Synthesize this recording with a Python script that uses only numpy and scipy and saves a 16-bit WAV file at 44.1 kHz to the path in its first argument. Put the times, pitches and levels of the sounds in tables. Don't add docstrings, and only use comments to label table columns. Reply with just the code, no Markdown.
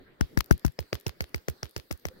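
import sys
import numpy as np
from scipy import signal
from scipy.io import wavfile
from scipy.ndimage import uniform_filter1d

SR = 44100
rng = np.random.default_rng(int(sys.argv[2]) if len(sys.argv) > 2 else 0)


def wrap_up_sound(samples):
    columns = np.atleast_2d(samples).T
    tamed = np.clip(columns, -1, 1)
    steps = np.round(tamed * 32767).astype(np.int16)
    wavfile.write(sys.argv[1], SR, steps)


N = 97020
T = np.arange(SR // 4) / SR
LEAD_S = .005


def amp(db):
    return 10 ** (np.asarray(db) / 20)


def unit(x):
    return x / np.sqrt(np.sum(x ** 2) / (SR / 100) + 1e-20)


def read(points, hz):
    freq_hz, value = np.transpose(points)
    return np.interp(np.log(hz + 1), np.log(freq_hz + 1), value)


def add(mix, start_s, sound):
    part = mix[:, round(start_s * SR):][:, :sound.shape[1]]
    part += sound[:, :part.shape[1]]


def colour(x, eq, size=4096):
    log_gain = np.log(amp(read(eq, abs(np.fft.fftfreq(size, 1 / SR)))))
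    response = np.fft.ifft(np.exp(np.conj(signal.hilbert(log_gain)))).real
    return unit(signal.fftconvolve(x, response[:size // 2])[:len(x)])


def click(delay_s):
    return unit(1. * (np.arange(len(T)) == round((LEAD_S + delay_s) * SR)))


def chatter(delay_s, width_s):
    return unit(rng.standard_normal(len(T)) * np.exp(-abs(T - LEAD_S - delay_s) / width_s))


def contact(grit, width_s):
    return click(0) + grit * chatter(0, width_s)


# freq_hz, gain_db
AIR_EQ = [(25, 1.5), (60, -9), (150, -3), (350, 1), (550, -5), (850, -12.5), (1800, -9), (2600, -20),
          (4500, -18.5), (6500, -37.5), (10000, -37), (16000, -30.5)]
# freq_hz, correlation
AIR_LIKENESS = [(60, 0.55), (300, 0.69), (640, 0.07), (1400, 0), (15000, 0)]
# time_s, gain_db
WIND_RIDE = [(0, 9.5), (.35, 10.5), (.7, -0.5), (.95, -4.5), (1.25, 3.5), (1.6, -2), (1.9, -5.5), (2.2, 4)]
# time_s, gain_db
HISS_RIDE = [(.18, 3), (.24, 14), (.7, 12.5), (2.2, 15)]


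def air(level_db=-59.5, patchy_db=3.23, wind_edge_hz=1600, hiss_edge_hz=4100, size=1024, hop=256):
    hz = np.fft.rfftfreq(size, 1 / SR)[:, None]
    noise = rng.standard_normal((N // hop + 5, len(hz), 5)).T
    left, independent = noise[0] + 1j * noise[1], noise[2] + 1j * noise[3]
    likeness = read(AIR_LIKENESS, hz)
    right = likeness * left + np.sqrt(1 - likeness ** 2) * independent
    patches = uniform_filter1d(noise[4], size=24, axis=0)
    patches = uniform_filter1d(patches, size=10, axis=1)
    t = np.linspace(0, N / SR, left.shape[1])
    wind_db = np.interp(t, *np.transpose(WIND_RIDE)) / (1 + (hz / wind_edge_hz) ** 2)
    hiss_db = np.interp(t, *np.transpose(HISS_RIDE)) * (1 - 1 / (1 + (hz / hiss_edge_hz) ** 4))
    gain = amp(read(AIR_EQ, hz) + wind_db + hiss_db + patchy_db * patches / patches.std())
    bed = signal.istft(gain * np.array([left, right]), nperseg=size, noverlap=size - hop)[1][:, :N]
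    return amp(level_db) * bed / bed.std()


# start_hz, end_hz, fall_s, decay_s
THUMP_SWEEPS = [(338.2, 54.8, 0.00445, 0.016), (277.8, 73.8, 0.0052, 0.029)]
# freq_hz, gain_db
WOBBLE_EQ = [(20, -40.5), (42, -6), (68, 6), (92, -2.5), (130, 3), (180, -10.5), (300, -28), (1000, -84.5),
             (16000, -103)]


def thump(left_db, right_db, rise_s=.00075, grip_s=.045, wobble_db=-7):
    t = np.maximum(T - LEAD_S + rise_s, 0)
    peak_s, width_s = .0097, .024
    swell = np.minimum(t / peak_s, 1) * np.exp(-((t - peak_s) / width_s) ** 2)
    wobble = unit(swell * colour(rng.standard_normal(2 * len(T)), WOBBLE_EQ)[len(T):])
    detune = 1 + .08 * rng.uniform(-1, 1)
    sides = []
    for start_hz, end_hz, fall_s, decay_s in THUMP_SWEEPS:
        cycles = detune * (end_hz * t + (start_hz - end_hz) * fall_s * (1 - np.exp(-t / fall_s)))
        fade = np.exp(-t / decay_s - (t / grip_s) ** 4)
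        thud = unit(np.minimum(t / rise_s, 1) * fade * np.sin(2 * np.pi * cycles))
        sides.append(unit(thud + amp(wobble_db) * wobble))
    return np.array([amp(left_db) * sides[0], -amp(right_db) * sides[1]])


# freq_hz, gain_db
KNOCK_LEFT_EQ = [(100, -20.5), (230, -8), (350, 7), (600, 2.5), (950, -4.5), (1400, -14), (2000, -17.5),
                 (2900, -20.5), (8000, -86.5), (16000, -48)]
KNOCK_RIGHT_EQ = [(100, -23), (230, -13.5), (380, 0.5), (600, 4.5), (950, -13.5), (1400, 4), (2000, -18.5),
                  (3100, -15), (8000, -41.5), (16000, -27)]


def knock(level_db, right_db=-14.5, right_delay_s=.00038):
    hit = contact(grit=.65, width_s=.0017)
    right = np.interp(T - right_delay_s, T, colour(hit, KNOCK_RIGHT_EQ))
    return -amp(level_db) * np.array([colour(hit, KNOCK_LEFT_EQ), amp(right_db) * right])


# pitch_ratio, gain_db
RAP_EQ = [(.1, -52), (.45, -14), (.7, -1), (1, 5), (1.18, -4), (1.5, -19), (3, -21), (9, -19)]


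def rap(level_db, pitch_hz, right_db=-8.5):
    eq = [(ratio * pitch_hz, db) for ratio, db in RAP_EQ]
    ring = colour(contact(grit=.17, width_s=.00096), eq)
    return amp(level_db) * np.array([-ring, amp(right_db) * ring])


# pitch_ratio, gain_db
CLACK_EQ = [(.1, -12.5), (.5, 1.5), (.66, -5.5), (.8, -4), (.92, 0.5), (1.03, 9), (1.25, -3.5),
            (1.65, -17.5), (2.3, -26.5), (3.1, -28.5)]


def clack(level_db, pitch_hz, delay_s=.00053):
    eq = [(ratio * pitch_hz, db) for ratio, db in CLACK_EQ]
    snap = .59 * click(delay_s)
    return np.array([amp(level_db + pan_db) * colour(snap + chatter(delay_s, width_s=.00071), eq)
                     for pan_db in (.25, -.25)])


# delay_s, width_s, left_db, right_db
RATTLE_BOUNCES = [(.0045, 0.0013, -4, -23), (.0108, 0.0005, -12.5, -24), (.0155, 0.00095, -4.5, -7.5),
                  (.026, 0.0088, -23.5, -21)]
# freq_hz, gain_db
BUZZ_EQ = [(300, -11), (1500, 0.5), (3000, -2.5), (5500, 3), (8500, -4.5), (12500, 3.5), (16000, 4)]


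def rattle(level_db):
    out = np.zeros((2, len(T)))
    for delay_s, width_s, *sides_db in RATTLE_BOUNCES:
        out += [amp(level_db + db) * colour(chatter(delay_s, width_s), BUZZ_EQ) for db in sides_db]
    return out


# freq_hz, gain_db
TAIL_EQ = [(100, 2), (400, 25.5), (1000, 6), (2500, 8), (5000, 7.5), (8000, -9.5), (12500, -8.5),
           (16000, -26.5)]


def tail(level_db, t60_s=.21):
    fade = (T > LEAD_S) * np.exp(-np.log(1000) * T / t60_s)
    return np.array([amp(level_db + pan_db) * colour(fade * rng.standard_normal(len(T)), TAIL_EQ)
                     for pan_db in (-1, 1)])


# start_s, thump_left_db, thump_right_db, knock_db, rap_db, rap_hz,
# clack_db, clack_hz, rattle_db
TAP_CUES = [(0.2101, -14, -20, -31.5, -25.5, 1510, -35.5, 5490, -54),
            (0.3744, -13, -21, -29.5, -25.5, 1700, -37, 5360, -32),
            (0.5104, -7, -15, -19.5, -17.5, 1529, -34.5, 5610, -30.5),
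            (.6494, -12.5, -23, -33, -30.5, 1500, -40, 5500, -32.5),
            (0.7901, -35.5, -25, -29.5, -78, 1960, -37.5, 5020, -40),
            (0.9295, -48, -24.5, -25, -60, 1390, -32, 4550, -38),
            (1.0660, -36.5, -22.5, -30, -33, 2070, -33.5, 5280, -35.5),
            (1.2070, -29.5, -24.5, -36, -28, 2160, -35.5, 4530, -39.5),
            (1.3452, -30, -24.5, -33, -31, 2190, -38, 4760, -39),
            (1.4841, -27.5, -23.5, -27.5, -30, 1940, -38.5, 5710, -36),
            (1.6306, -50, -30, -35, -35.5, 1600, -36, 4950, -48),
            (1.7639, -43.5, -29.5, -33.5, -35, 1970, -36, 5100, -39),
            (1.9109, -30.5, -26.5, -31.5, -34.5, 1850, -40.5, 5080, -34),
            (2.0536, -33, -27.5, -31.5, -31, 2010, -39, 5330, -40.5)]


def taps(mix):
    for start_s, left_db, right_db, knock_db, rap_db, rap_hz, clack_db, clack_hz, rattle_db in TAP_CUES:
        body = thump(left_db, right_db) + knock(knock_db) + rap(rap_db, rap_hz)
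        clatter = clack(clack_db, clack_hz) + rattle(rattle_db)
        add(mix, start_s - LEAD_S, body + clatter + tail(clack_db - 9))


# start_s, level_db
TICK_CUES = [(0.4066, -35), (0.4075, -24), (0.681, -45.5), (0.8274, -55), (.9540, -38), (1.0943, -38.5),
             (1.2420, -43.5), (1.3810, -53.5), (1.6561, -47.5), (1.6657, -56), (1.799, -46.5),
             (2.0863, -42)]
# freq_hz, gain_db
TICK_EQ = [(100, 5.5), (400, 11), (1200, 7.5), (2500, 7), (5000, 4), (8500, -11), (12500, 0), (16000, -7)]


def ticks(mix, right_db=-36):
    for start_s, level_db in TICK_CUES:
        tick = [amp(level_db + pan_db) * colour(contact(grit=.54, width_s=.0015), TICK_EQ)
                for pan_db in (0, right_db)]
        add(mix, start_s - LEAD_S, np.array(tick))


# start_s, level_db
SETTLE_CUES = [(0.444, -51.5), (.461, -52.5), (0.579, -52), (0.596, -55.5), (.722, -62.5), (1.000, -54),
               (1.011, -55), (1.294, -62), (1.695, -58), (1.711, -58.5), (1.976, -59.5), (1.998, -61)]
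# freq_hz, gain_db
SETTLE_EQ = [(500, -23), (4000, 5), (8000, -2), (13500, 12), (16000, -9)]


def settling(mix, right_db=-13.5):
    for start_s, level_db in SETTLE_CUES:
        tick = colour(chatter(0, width_s=.0005), SETTLE_EQ)
        add(mix, start_s - LEAD_S, amp([[level_db], [level_db + right_db]]) * tick)


def hoot(level_db=-51.5, pitch_hz=513, length_s=.044):
    swell = np.sin(np.pi * np.minimum(T / length_s, 1)) ** 2
    return np.tile(amp(level_db) * swell * np.sin(2 * np.pi * pitch_hz * T), (2, 1))


def scene():
    mix = air()
    taps(mix)
    ticks(mix)
    settling(mix)
    add(mix, start_s=2.095, sound=hoot())
    return mix


def record(dry, edge_hz=15950):
    lowpass = signal.firwin(255, edge_hz, window=("kaiser", 9), fs=SR)
    return signal.oaconvolve(dry, lowpass[None], "same")


dry = scene()
out = record(dry)
wrap_up_sound(out)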